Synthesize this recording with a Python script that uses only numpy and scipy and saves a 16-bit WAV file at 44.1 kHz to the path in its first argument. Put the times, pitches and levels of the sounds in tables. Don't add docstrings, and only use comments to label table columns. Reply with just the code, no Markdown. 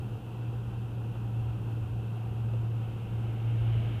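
import sys
import numpy as np
from scipy.fft import rfft, irfft, next_fast_len
from scipy.io import wavfile
from scipy.ndimage import map_coordinates

SR = 44100
rng = np.random.default_rng(int(sys.argv[2]) if len(sys.argv) > 2 else 0)


def digitize_waveform(pressure):
    field = np.atleast_2d(pressure).T
    bounded = np.clip(field, -1, 1)
    quanta = np.round(bounded * 32767).astype(np.int16)
    wavfile.write(sys.argv[1], SR, quanta)


N = 176400


def amp(db):
    return 10 ** (np.asarray(db) / 20)


def unit(x):
    return x / np.sqrt(np.mean(x ** 2) + 1e-20)


def clock():
    return np.arange(N) / SR


def curve(rows):
    return np.interp(clock(), *np.transpose(rows))


def wobble(rate):
    return map_coordinates(rng.standard_normal(1024), [clock() * rate], mode="mirror")


def filtered(x, response):
    m = next_fast_len(N + SR // 2)
    return irfft(rfft(x, m) * response(np.fft.rfftfreq(m, 1 / SR)), m)[:N]


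def noise(spectrum):
    f, db = np.transpose(spectrum)
    white = rng.standard_normal(N)
    return unit(filtered(white, lambda hz: amp(np.interp(np.log(hz + 1), np.log(f + 1), db))))


def tone(phase):
    return np.sqrt(2) * np.sin(phase + 2 * np.pi * rng.random())


# time in seconds, level in dB.
DRONE_LEVEL = [(0, -35.5), (.33, -40), (.45, -33), (.7, -36), (.9, -36), (1.0, -33.5), (1.17, -36),
               (1.36, -30.5), (1.55, -33), (1.7, -32.5), (2.2, -35), (2.6, -28.5), (2.72, -30.5),
               (3.02, -37), (3.15, -31), (3.38, -32.5), (3.6, -26.5), (3.82, -28), (4, -32.5)]
# multiple of the firing rate, level in dB against the note.
DRONE_OVERTONES = [(2, -28), (3, -40)]


def exhaust(firing_phase):
    note = tone(firing_phase)
    overtones = sum(amp(db) * tone(k * firing_phase + wobble(11)) for k, db in DRONE_OVERTONES)
    waver_db = 0.57 * wobble(25.08)
    return (note + overtones) * amp(curve(DRONE_LEVEL) + waver_db)


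# frequency in Hz, relative level in dB.
RUMBLE_SPECTRUM = [(15, -27), (25, -14.5), (38, -8), (52, 1), (77, -0.5), (90, 1.5), (110, 0), (128, 5),
                   (145, -15.5), (220, -38), (500, -85)]
# time in seconds, level in dB.
RUMBLE_LEVEL = [(0, -39), (.25, -52), (.5, -42.5), (.95, -45.5), (1.25, -44.5), (1.47, -40.5),
                (1.62, -43.5), (2.0, -39), (2.17, -58), (2.32, -42), (3.0, -45), (3.1, -36.5), (3.22, -41),
                (3.42, -43.5), (3.75, -39.5), (4, -43)]


def rumble():
    return noise(RUMBLE_SPECTRUM) * amp(curve(RUMBLE_LEVEL))


# frequency in Hz, relative level in dB.
ROAD_SPECTRUM = [(100, -14), (145, 1), (160, -1), (205, 1.5), (228, -5), (248, -9.5), (300, -4.5),
                 (400, -8.5), (500, -11), (620, -20.5), (900, -46.5)]


def road(nearness):
    level_db = -45.5 + 1.66 * nearness + 0.33 * wobble(10)
    return noise(ROAD_SPECTRUM) * amp(level_db)


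# frequency in Hz, relative level in dB.
FAN_SPECTRUM = [(250, -17), (500, -6.5), (620, -8), (740, 4), (800, 1.5), (860, -2), (930, -0.5),
                (1120, -6), (1400, -5), (1550, -8.5), (1700, -15), (2000, -18.5), (2300, -20), (2500, -10),
                (2720, -5.5), (2900, -12.5), (3150, -12.5), (3400, -17), (4000, -25), (5500, -40),
                (9000, -58)]
# frequency in Hz, relative level in dB.
HISS_SPECTRUM = [(100, -3.5), (4000, 2), (8000, -0.9), (15000, -3.5)]


def fan():
    air = noise(FAN_SPECTRUM) * amp(-54 + 0.61 * wobble(18))
    return air + noise(HISS_SPECTRUM) * amp(-72.5)


# frequency in Hz, relative level in dB.
CLATTER_SPECTRUM = [(300, -16), (600, 12.5), (780, 5.5), (1000, -0.5), (1400, 1), (1850, -2), (2250, 1),
                    (2800, 5), (3150, 1), (3400, -7), (3700, -4.5), (4100, -21), (5000, -25), (8000, -38.5),
                    (15000, -40)]
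# frequency in Hz, relative level in dB.
RASP_SPECTRUM = [(1000, -30), (1700, -2), (2200, -6), (2800, -3.5), (3150, 6), (3400, -4), (3700, -9.5),
                 (4100, -11), (5000, -24), (9000, -45)]


def diesel(firing_phase, nearness):
    clatter = noise(CLATTER_SPECTRUM) * amp(-53) * nearness
    rasp = noise(RASP_SPECTRUM) * amp(-60.5) * nearness ** 3.2
    pulsing = 1 + 0.097 * np.cos(firing_phase)
    flutter = amp(0.36 * wobble(18))
    return (clatter + rasp) * pulsing * flutter


# multiple of the firing rate, level in dB when closest.
WHINE_PARTIALS = [(7, -63), (11.05, -69), (14, -67.5), (19, -69), (20.02, -69.5), (24.24, -68.5),
                  (26.04, -67), (27.34, -69.5)]


def gear_whine(firing_phase, nearness):
    whine = np.zeros(N)
    for multiple, db in WHINE_PARTIALS:
        gain = amp(db + 0.88 * wobble(8.7))
        whine += gain * tone(multiple * firing_phase + 0.27 * wobble(33))
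    return whine * nearness ** 1.2


# start in seconds, pitch in Hz, peak level in dB.
THUMPS = [(.15, 114.2, -31), (1.44, 76.55, -32), (1.822, 82.9, -37.5), (2.265, 79.1, -36.5),
          (3.05, 107, -38), (3.16, 70, -45), (3.746, 81, -34.5), (3.975, 89.8, -32)]


def thumps(rise_s=0.016):
    out = np.zeros(N)
    for start, hz, db in THUMPS:
        age = np.maximum(clock() - start, 0)
        envelope = age / rise_s * np.exp(1 - age / rise_s)
        out += amp(db) * envelope * np.sin(2 * np.pi * hz * age)
    return out


# start in seconds, level in dB.
KNOCKS = [(1.154, -43), (2.537, -41)]
# pitch in Hz, level in dB against the knock, seconds to fade by 60 dB.
TRIM_MODES = [(518, 2.5, 0.04), (656, -2, 0.054), (897, -7, 0.049), (1225, -9.5, 0.089), (2690, -11.5, .03)]


def trim_knocks():
    out = np.zeros(N)
    for start, knock_db in KNOCKS:
        age = np.maximum(clock() - start, 0)
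        for hz, mode_db, t60 in TRIM_MODES:
            out += amp(knock_db + mode_db - 60 * age / t60) * np.sin(2 * np.pi * hz * age)
    return out


def tyre_boom(pitch_hz=54.3, peak_s=3.77, half_width_s=0.21):
    t = clock()
    boom = tone(2 * np.pi * pitch_hz * t + 0.24 * wobble(12))
    swell = 1 / (1 + ((t - peak_s) / half_width_s) ** 4)
    return amp(-44) * boom * swell


# time in seconds, firing rate in Hz.
FIRING_RATE = [(0, 117.8), (.35, 117.2), (.85, 116.4), (1.1, 114.9), (1.5, 114.2), (2.8, 113.8),
               (3.4, 114.1), (4, 113.9)]


def scene(closest_s=3.87, passing_s=0.35):
    firing_phase = 2 * np.pi * np.cumsum(curve(FIRING_RATE)) / SR
    nearness = passing_s / np.hypot(passing_s, clock() - closest_s)
    bed = exhaust(firing_phase) + rumble() + road(nearness) + fan()
    approach = diesel(firing_phase, nearness) + gear_whine(firing_phase, nearness)
    return (bed + approach + thumps() + trim_knocks() + tyre_boom())[None]


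def record(dry):
    return filtered(dry[0], lambda hz: hz < 15400)[None]


dry = scene()
out = record(dry)
digitize_waveform(out)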